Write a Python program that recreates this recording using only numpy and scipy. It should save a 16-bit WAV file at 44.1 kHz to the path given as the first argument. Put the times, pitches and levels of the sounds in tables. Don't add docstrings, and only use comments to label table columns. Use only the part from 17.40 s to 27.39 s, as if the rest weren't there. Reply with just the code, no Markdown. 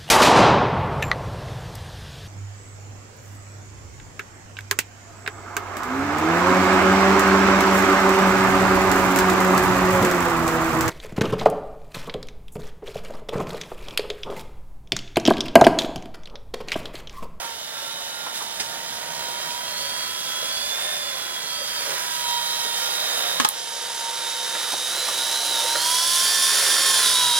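import sys
import numpy as np
from scipy import signal
from scipy.fft import rfft, irfft, next_fast_len
from scipy.io import wavfile
from scipy.ndimage import uniform_filter1d, map_coordinates

SR = 44100
rng = np.random.default_rng(int(sys.argv[2]) if len(sys.argv) > 2 else 0)


def waveform_to_disk(signal):
    frames = np.transpose(np.atleast_2d(signal))
    scaled = np.clip(frames, -1, 1) * 32767
    samples = np.round(scaled).astype(np.int16)
    wavfile.write(sys.argv[1], SR, samples)


N = 440559
TIME = np.arange(N) / SR


def undb(db):
    return 10 ** (np.asarray(db) / 20)


def unit(x):
    return x / np.sqrt(np.mean(x ** 2))


def curves(table):
    seconds, *columns = np.transpose(table)
    return [np.interp(TIME, seconds, column) for column in columns]


def noise():
    return rng.standard_normal(N)


def walk(rate):
    hold = max(int(SR / rate), 1)
    steps = np.repeat(rng.standard_normal(N // hold + 1), hold)
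    smooth = uniform_filter1d(uniform_filter1d(steps, hold), hold)
    return unit(smooth[:N])


def spectrum_size(x):
    size = next_fast_len(len(x), real=True)
    return size, np.maximum(np.arange(size // 2 + 1) * SR / size, 1)


def colour(x, points):
    size, f = spectrum_size(x)
    hz, db = np.transpose(points)
    gain = undb(np.interp(np.log(f), np.log(hz), db))
    return irfft(rfft(x, size) * gain, size)[:len(x)]


def band(x, hz, octaves):
    size, f = spectrum_size(x)
    bell = 1 + (np.log2(f / hz) / octaves) ** 2
    return unit(irfft(rfft(x, size) / bell / np.sqrt(f), size)[:len(x)])


def per_turn(turns, size):
    pattern = rng.standard_normal(size)
    return unit(map_coordinates(pattern, [turns % 1 * size], order=3, mode="grid-wrap"))


def cycle(turns):
    return np.sin(2 * np.pi * turns)


def tone(turns, flutter_db):
    return unit(cycle(turns + rng.random()) * undb(flutter_db * walk(14)))


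def swell(middle, length):
    return np.cos(np.pi * np.clip((TIME - middle) / length, -.5, .5)) ** 2


MAIN_RATIO, MAIN_PINION = 14, 10
HOVER_HZ = 310
MESH_SIDE_DB_PER_HZ = 0.1341
MESH_LULL_S, MESH_LULL_LENGTH_S, MESH_LULL_DB = 4.62, 0.57, -19
OVERTONE_DB_PER_HZ = 0.1058
HUM_FLUTTER_DB, OVERTONE_FLUTTER_DB = 1, 1.3
PINION_WOBBLE, PINION_WOBBLE_SIDE, PINION_WOBBLE_PER_HZ = .012, .003, -.00012
OCTAVE_DB, OCTAVE_SIDE_DB = -12.5, -20
# (time [s], relative level [dB])
HUM_LEVEL = [(0, -35), (.1, -37), (.25, -46), (1.9, -35), (2.55, -37), (3, -43.5), (3.45, -43),
             (3.9, -49.5), (4.95, -29.5), (5.95, -45), (6.6, -29), (7.3, -36.5), (7.55, -41), (7.85, -34.5),
             (8.05, -36), (8.3, -29), (8.65, -30), (9.2, -40), (9.6, -31.5), (9.99, -29)]
# (frequency [Hz], gain [dB])
GEARBOX = [(3000, -9.5), (3100, -10.5), (3170, -4.5), (3320, -4), (3560, -4.5)]
# (multiple of the shaft rate, relative level from ahead [dB], from the side [dB])
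OVERTONES = [(2, -31.5, -28), (4, -21.5, -15), (5, -15.5, -14.5), (6, -28, -14.5), (7, -25, -20),
             (8, -31, -20), (9, -16, -28), (11, -24, -27), (13, -16.5, -22), (14, -22, -30), (15, -16, -24),
             (16, -20, -30), (17, -26, -32)]
# (frequency [Hz], gain [dB])
FRAME = [(1230, -1.5), (1310, 5), (1420, -6), (1540, -3), (1680, -7.5), (1780, 1.5), (2100, -4),
         (4000, 1.5), (4300, -2), (4600, 0), (4750, 7.5), (4950, 0), (5100, 2.5), (5230, -14), (5350, 1.5),
         (5700, 0), (5950, -9), (6170, 1.5), (6550, -5), (6900, -10), (7100, 2)]


def main_drive(shaft, shaft_hz, near_db, bearing):
    rotor, over_hz = shaft / MAIN_RATIO, shaft_hz - HOVER_HZ
    hum_db, = curves(HUM_LEVEL)
    mesh_db = near_db + np.interp(MAIN_PINION * shaft_hz, *np.transpose(GEARBOX))
    mesh_db += MESH_SIDE_DB_PER_HZ * bearing * np.maximum(over_hz, 0)
    mesh_db += MESH_LULL_DB * swell(MESH_LULL_S, MESH_LULL_LENGTH_S)
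    octave_db = near_db + OCTAVE_DB + OCTAVE_SIDE_DB * bearing ** 2
    overtone_db = near_db + OVERTONE_DB_PER_HZ * over_hz

    off_centre = PINION_WOBBLE + PINION_WOBBLE_SIDE * bearing + PINION_WOBBLE_PER_HZ * over_hz
    wobble = cycle(rotor) + .3 * cycle(3 * rotor) + .25 * walk(120)
    armature = shaft + .006 * wobble
    pinion = MAIN_PINION * (shaft + off_centre * wobble)

    hum = undb(hum_db + 1.07) * tone(3 * armature, flutter_db=HUM_FLUTTER_DB)
    hum *= 1 + 0.22 * cycle(2 * rotor) + 0.14 * walk(80)
    mesh = undb(mesh_db - 2.2) * tone(pinion, flutter_db=1) * (1 + 0.068 * cycle(2 * rotor))
    octave = colour(tone(2 * pinion, flutter_db=OVERTONE_FLUTTER_DB), FRAME)
    overtones = np.zeros(N)
    for multiple, ahead_db, side_db in OVERTONES:
        level_db = ahead_db + bearing * (side_db - ahead_db)
        overtones += undb(level_db) * tone(multiple * armature, flutter_db=OVERTONE_FLUTTER_DB)
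    return hum + mesh + undb(octave_db) * octave + undb(overtone_db) * colour(overtones, FRAME)


TAIL_TEETH, TAIL_PINION = 60, 8
TAIL_HOVER_HZ = 480
RATTLE, RATTLE_SIDE, RATTLE_PER_HZ = .75, .45, .0008
TAIL_THROB, TAIL_BLADE_FLUTTER_DB = .9, 4
# (time [s], relative level [dB])
TAIL_WHINE = [(0, -49), (.5, -39.5), (.9, -39.5), (1.35, -44), (1.68, -49), (1.87, -37), (2.24, -49),
              (2.37, -34), (2.64, -35), (2.73, -52), (3.04, -47), (3.13, -31), (3.22, -31.5), (3.37, -47),
              (3.66, -42), (4, -45), (4.15, -35), (4.4, -37), (4.63, -45), (4.78, -37.5), (4.95, -32.5),
              (5.4, -31.5), (5.88, -28.5), (6.3, -37), (6.8, -29.5), (7.35, -28), (7.52, -29), (7.6, -25),
              (7.73, -28), (7.96, -22), (8.1, -26), (8.17, -25), (8.24, -28.5), (8.34, -25.5), (8.5, -33),
              (9, -32.5), (9.3, -37), (9.6, -33), (9.65, -27), (9.71, -29.5), (9.77, -23.5), (9.99, -24.5)]
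# (time [s], relative level [dB])
TAIL_HUM = [(0, -55), (.3, -46), (.55, -39.5), (.85, -40), (1.15, -46), (1.7, -41), (2.1, -48), (2.5, -46),
            (2.8, -51), (3.2, -44), (3.6, -43), (3.9, -48), (4.3, -44), (4.8, -45), (5.3, -42), (6.3, -48),
            (7.4, -48), (8, -40), (8.5, -51), (9.99, -48)]
# (frequency [Hz], gain [dB])
TAIL_GEARBOX = [(4200, 0), (4430, 2), (4620, -2), (4750, 5), (4880, -4), (5200, -4)]
# (frequency [Hz], gain [dB])
BOOM = [(440, -38), (510, -10), (570, 1.5), (610, 3), (800, -1), (1300, -3), (1400, 2), (1520, -3),
        (1650, -7), (1850, -5.5), (2050, -0.5), (2400, -4)]


def tail_drive(motor, motor_hz, bearing):
    (whine_db,), (hum_db,) = curves(TAIL_WHINE), curves(TAIL_HUM)
    teeth = TAIL_PINION * motor
    wheel = teeth / TAIL_TEETH
    armature = motor + .012 * walk(90)
    over_hz = np.maximum(motor_hz - TAIL_HOVER_HZ, 0)
    rattle = RATTLE + bearing * (RATTLE_SIDE + RATTLE_PER_HZ * over_hz)
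    shaken = teeth + rattle * (.17 * cycle(wheel) + .07 * cycle(2 * wheel) + .035 * walk(280))
    throb = 1 + TAIL_THROB * (0.8 * cycle(wheel + 0.35) + cycle(2 * wheel))
    mesh = unit(tone(shaken, flutter_db=1.3) * throb)
    hum = tone(armature, flutter_db=3.0) + tone(3 * armature, flutter_db=2.5)
    hum += undb(-4.0) * tone(4 * armature, flutter_db=3.5)
    blades = undb(-29.5 - 24 * bearing) * tone(2 * wheel, flutter_db=TAIL_BLADE_FLUTTER_DB)
    return undb(whine_db) * (colour(mesh, TAIL_GEARBOX) + blades) + undb(hum_db) * colour(hum, BOOM)


# (time [s], relative level [dB])
WASH_LEVEL = [(0, -29), (.15, -37), (1.9, -32), (2.5, -31.5), (3.5, -31), (4.1, -31.5), (4.5, -27),
              (4.8, -30), (5.85, -26.5), (6.25, -28.5), (6.8, -27), (8.4, -28.5), (9.5, -25.5), (9.99, -31)]
# (frequency [Hz], relative level per Hz [dB])
WASH = [(60, -58), (200, -22.5), (380, -13), (490, -6), (650, -6), (800, -4.5), (950, 1), (1150, 0),
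        (1600, 3.5), (2000, -0.5), (2500, -4), (4000, -9)]
# (time [s], level [dB])
WHOOSH_LEVEL = [(0, -40), (.2, -47.5), (1.9, -41), (2.6, -52), (3.5, -43.5), (4.5, -53.5), (5.8, -38),
                (7, -45.5), (8.1, -36.5), (9, -53.5), (9.99, -50)]


def blade_wash(rotor, bearing):
    (wash_db,), (whoosh_db,) = curves(WASH_LEVEL), curves(WHOOSH_LEVEL)
    air = noise() + 0.33 * per_turn(rotor, size=600)
    air *= 1 + 0.059 * cycle(2 * rotor) + 0.24 * cycle(3 * rotor)
    body = undb(-19.0) * (1 - 0.91 * bearing) * band(air, hz=417, octaves=0.49)
    whoosh = undb(whoosh_db) * band(air, hz=681, octaves=0.38)
    flutter_db = 1.17 * walk(12)
    return undb(wash_db - 1.45 + flutter_db) * (unit(colour(air, WASH)) + body) + whoosh


BRUSH_SHARE, BRUSH_JITTER, BRUSH_WOBBLE = .13, .13, .22
# (frequency [Hz], relative level per Hz [dB])
RASP = [(1200, -17.5), (2500, -6.5), (3100, 3), (3400, 5), (3900, 4), (4400, 1), (5100, 4), (5700, 2),
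        (6300, 1.5), (7200, 0), (9500, -7), (11000, -8.5), (12500, -2), (15800, -17)]
# (frequency [Hz], gain [dB])
RASP_SHADE = [(3700, -36), (4400, -16), (7500, -17), (9500, -30)]


def gear_rasp(shaft, wheel, rasp_db, bearing):
    rotor = shaft / MAIN_RATIO
    scrape = noise() + 0.34 * per_turn(rotor, size=1700)
    scrape *= (1 + 0.26 * cycle(shaft) + 0.057 * cycle(2 * shaft)
               + 0.097 * cycle(rotor) + 0.051 * cycle(3 * rotor))
    scrape *= 1 + 0.11 * cycle(wheel) + 0.036 * cycle(2 * wheel)
    scrape *= undb(0.68 * walk(30))
    brush_turns = 2 * MAIN_RATIO * shaft + BRUSH_WOBBLE * cycle(rotor) + BRUSH_JITTER * walk(75)
    brushes = tone(brush_turns, flutter_db=4.5)
    can = band(scrape + BRUSH_SHARE * brushes, hz=9930, octaves=0.14)
    fizz = band(scrape, hz=14500, octaves=0.045)
    can_db = 8.5 + 1.56 * rasp_db - 8 * bearing
    fizz_db = 22.5 + 2.67 * rasp_db + 10 * bearing
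    canopy = undb(rasp_db - 16 - 40 * np.abs(bearing)) * band(scrape, hz=5620, octaves=0.016)
    rasp = unit(colour(scrape, RASP))
    rasp = rasp - bearing * colour(rasp, RASP_SHADE)
    return undb(rasp_db - 1.0) * rasp + canopy + undb(can_db) * can + undb(fizz_db) * fizz


# (time [s], level [dB])
RUMBLE = [(0, -51), (1, -49), (1.6, -46.5), (4.2, -50.5), (5.2, -53), (6.3, -55), (7.5, -54), (9.99, -51)]
# (time [s], level [dB])
DRONE_LEVEL = [(0, -64), (1.2, -57), (1.7, -50.5), (2.6, -56), (4.2, -58), (4.8, -53), (6.5, -56.5),
               (7.3, -59), (9.99, -59)]
# (frequency [Hz], relative level per Hz [dB])
FIELD = [(20, -30), (45, -30), (70, 3.5), (100, -4.5), (160, 0), (230, 1.5), (400, -4.5), (1000, -12),
         (8000, -24.5)]


def field():
    common = noise()
    (rumble_db,), (drone_db,) = curves(RUMBLE), curves(DRONE_LEVEL)
    rumble = np.array([unit(colour(common + 1.14 * noise(), FIELD)) for _ in range(2)])
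    drone = np.array([band(noise(), hz=157, octaves=0.13) for _ in range(2)])
    return undb(rumble_db) * rumble + undb(drone_db) * drone


def scatter(x):
    t = TIME[:SR // 5]
    tails = rng.standard_normal((2, len(t))) * np.exp(-t / 0.027) * (t > .004)
    return np.array([signal.fftconvolve(x, tail / np.linalg.norm(tail))[:N] for tail in tails])


SCATTER_DRIFT_RATE = 6


def moving_scatter(x):
    turn = 2 * walk(SCATTER_DRIFT_RATE) + SCATTER_DRIFT_RATE * TIME
    return np.cos(turn) * scatter(x) + np.sin(turn) * scatter(x)


def microphones(x, bearing):
    shade = [(300, -29), (1200, 2.5), (2000, -2.5), (4000, -24), (9000, -16)]
    left = x - bearing * colour(x, shade)
    left = np.real(signal.hilbert(left, next_fast_len(N))[:N] * np.exp(-.9j * bearing))
    delay = 6.2e-5 * bearing
    left = map_coordinates(left, [(TIME - delay) * SR], order=3, mode="nearest")
    return np.array([left, x])


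# (start [s], relative level [dB], centre [Hz], width [octaves], rise [s])
BUMPS = [(0.421, -36, 540, 0.16, 0.0063), (.862, -26, 1110, 0.8, 0.0055), (.93, -31, 9000, 1.5, .028),
         (1.003, -28.5, 1100, 0.6, 0.01), (1.021, -31, 9000, 1, 0.0055), (1.192, -22.5, 4630, 1.6, 0.012),
         (3.02, -35.5, 530, 0.17, 0.014), (4.205, -33, 540, 0.13, 0.013), (4.435, -32.5, 530, 0.36, 0.047),
         (4.53, -37, 1630, 0.037, 0.09), (7.145, -22, 1500, 0.83, 0.0063), (7.325, -21, 800, 0.81, 0.01),
         (7.677, -22.5, 915, 0.56, 0.009), (8.2, -32, 527, 0.2, 0.032), (5.245, -36, 440, 0.43, 0.013),
         (8.35, -18, 532, 0.14, 0.0088), (8.354, -17.5, 1620, 0.3, 0.0037)]


def bumps():
    out, t = np.zeros(N), TIME[:SR // 3]
    for s, db, hz, octaves, rise in BUMPS:
        start = int(s * SR)
        shape = (t / rise * np.exp(1 - t / rise)) ** 2
        out[start:start + len(t)] += undb(db) * band(rng.standard_normal(len(t)), hz, octaves) * shape
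    return colour(out, [(50, -16), (250, 0.5)])


# (time [s], frequency [Hz], relative level [dB])
LOW_TONE = [(4.4, 490, -73), (5.3, 490.6, -47), (6, 496.5, -44.5), (6.3, 484.5, -42), (7.6, 501.5, -40),
            (8.2, 487, -55), (9.05, 539, -64), (9.2, 538, -40), (9.5, 541, -38.5), (9.7, 535, -70)]


def low_tone():
    hz, db = curves(LOW_TONE)
    turns = np.cumsum(hz) / SR + 0.091 * walk(35)
    return undb(db) * tone(turns, flutter_db=2.0)


# (frequency [Hz], relative level [dB], time to fade by 60 dB [s])
BODY = [(272, -15, 0.066), (819, 0.5, 0.073), (1090, 8, 0.049), (1250, -3, 0.064), (1680, 6.5, 0.029),
        (2170, -19, 0.033), (3400, -10, 0.038), (4800, -27, .03), (6240, -2.5, 0.033)]
# (start [s], body level [dB], crack level [dB], crack centre [Hz], crack width [octaves],
# crack decay [s], rocking level [dB], rocking frequency [Hz]); levels are relative
CLICKS = [(5.999, -17.5, -12.5, 2590, 1.7, 0.0091, -5.5, 256),
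          (6.0477, -13, -8, 4400, 2, 0.0063, -1.5, 860), (6.088, -40, 0, 11600, 0.42, 0.0019, -23, 1100)]


def clicks():
    out, t = np.zeros((2, N)), TIME[:SR // 4]
    for s, body_db, crack_db, hz, octaves, decay, rock_db, rock_hz in CLICKS:
        start = int(s * SR)
        rocking = undb(rock_db) * np.cos(2 * np.pi * rock_hz * t) * np.exp(-t / 0.006)
        for channel, sign in enumerate([1, -1]):
            ring = sum(undb(db - 60 * t / t60) * cycle(f * t + 0.57 * rng.random()) for f, db, t60 in BODY)
            crack = band(rng.standard_normal(len(t)), hz, octaves)
            crack *= np.exp(-t / decay) * (1 - np.exp(-t / 0.000064))
            body = (undb(body_db) * ring + sign * rocking) * (1 - np.exp(-t / 0.0011))
            out[channel, start:start + len(t)] += body + undb(crack_db) * crack
    return out


SCATTER_DB, WHINE_SCATTER_DB = -6, -6
# (time [s], shaft turns a second [Hz])
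SPEED = [(0.0, 311.4), (0.3, 299.0), (1.42, 306.5), (1.81, 313.9), (2.7, 330.8), (3.12, 334.5),
         (3.39, 355.7), (3.57, 354.8), (3.78, 339.3), (4.37, 320.2), (4.62, 327.3), (4.85, 319.0),
         (5.59, 309.7), (7.23, 307.2), (8.29, 306.9), (8.6, 337.0), (8.85, 352.3), (9.27, 356.3),
         (9.5, 356.6), (9.99, 315.9)]
# (time [s], shaft turns a second [Hz])
TAIL_SPEED = [(0, 450), (.28, 463), (.42, 450), (.56, 470), (.8, 468), (1.2, 452), (1.3, 472), (1.6, 493),
              (1.72, 510), (1.9, 477), (2.05, 485), (2.28, 512), (2.42, 556), (2.6, 568), (2.75, 510),
              (3, 505), (3.08, 558), (3.2, 572), (3.3, 603), (3.47, 612), (3.65, 580), (3.85, 490),
              (4.07, 530), (4.18, 585), (4.32, 597), (4.45, 565), (4.65, 415), (4.8, 500), (4.95, 468),
              (5.17, 488), (5.33, 455), (5.52, 477), (5.7, 469), (6.9, 465), (7.52, 469), (7.58, 497),
              (7.66, 501), (7.73, 480), (7.82, 479), (7.98, 496), (8.1, 489), (8.2, 462), (8.36, 505),
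              (8.45, 550), (8.7, 566), (9.05, 562), (9.2, 541), (9.57, 543), (9.68, 465), (9.74, 467),
              (9.81, 479), (9.92, 473), (9.99, 478)]
# (time [s], relative level from nearness [dB])
NEARNESS = [(0, -35), (2, -32.5), (2.5, -31.5), (3.4, -29.5), (3.9, -32.5), (4.6, -28.5), (5.9, -27),
            (6.6, -26.5), (8.3, -25), (8.6, -22.5), (9.5, -22.5), (9.99, -25.5)]
# (time [s], bearing [1 far right, 0 straight ahead])
BEARING = [(0, 0.87), (6, 0.88), (6.3, 0.39), (7, 0.34), (7.6, 0.18), (10, -0.17)]


def scene():
    shaft_hz = uniform_filter1d(curves(SPEED)[0], SR // 12)
    tail_hz = uniform_filter1d(curves(TAIL_SPEED)[0], SR // 20)
    (near_db,), (bearing,) = curves(NEARNESS), curves(BEARING)
    shaft = np.cumsum(shaft_hz * (1 + 0.000612 * walk(12))) / SR
    tail = np.cumsum(tail_hz * (1 + .002 * walk(20))) / SR
    tail_wheel = tail * TAIL_PINION / TAIL_TEETH

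    whine = main_drive(shaft, shaft_hz, near_db, bearing) + tail_drive(tail, tail_hz, bearing) + low_tone()
    rush = blade_wash(shaft / MAIN_RATIO, bearing) + gear_rasp(shaft, tail_wheel, near_db, bearing) + bumps()
    ground = undb(SCATTER_DB) * moving_scatter(rush + undb(WHINE_SCATTER_DB) * whine)
    snaps = clicks()
    snap_tail = undb(-8.5) * scatter(snaps[1])
    return microphones(whine + rush, bearing) + ground + snaps + snap_tail + field()


AGC_THRESHOLD_DB, AGC_ATTACK_S, AGC_RELEASE_DB_PER_S = -14.5, 0.014, 1.84


def gain_control(x):
    power = uniform_filter1d(np.mean(x ** 2, axis=0), SR // 160)
    level_db = 10 * np.log10(power + 1e-12)
    recovery = AGC_RELEASE_DB_PER_S * TIME
    excess_db = np.maximum(level_db - AGC_THRESHOLD_DB, 0)
    cut_db = np.maximum.accumulate(excess_db + recovery) - recovery
    step = 1 / (AGC_ATTACK_S * SR)
    return x * undb(-signal.lfilter([step], [1, step - 1], cut_db))


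TOP_HZ = 15950


def record(dry):
    left = colour(dry[0], [(20, -16), (60, -8.0), (100, -3.5), (500, -5.5), (1500, -0.5), (5000, -2.5),
                           (10300, -1.5), (12500, -5.5)])
    right = colour(dry[1], [(20, -18), (60, -2.0), (500, -2.0), (1500, -0.7), (5000, 2.5),
                            (10300, 1.0), (12500, -6.0)])
    clipped = np.clip(gain_control(np.array([left, right])), -1, 1)
    top_cut = signal.ellip(10, .2, 70, TOP_HZ, fs=SR, output="sos")
    return signal.sosfilt(top_cut, clipped)


dry = scene()
out = record(dry)
waveform_to_disk(out)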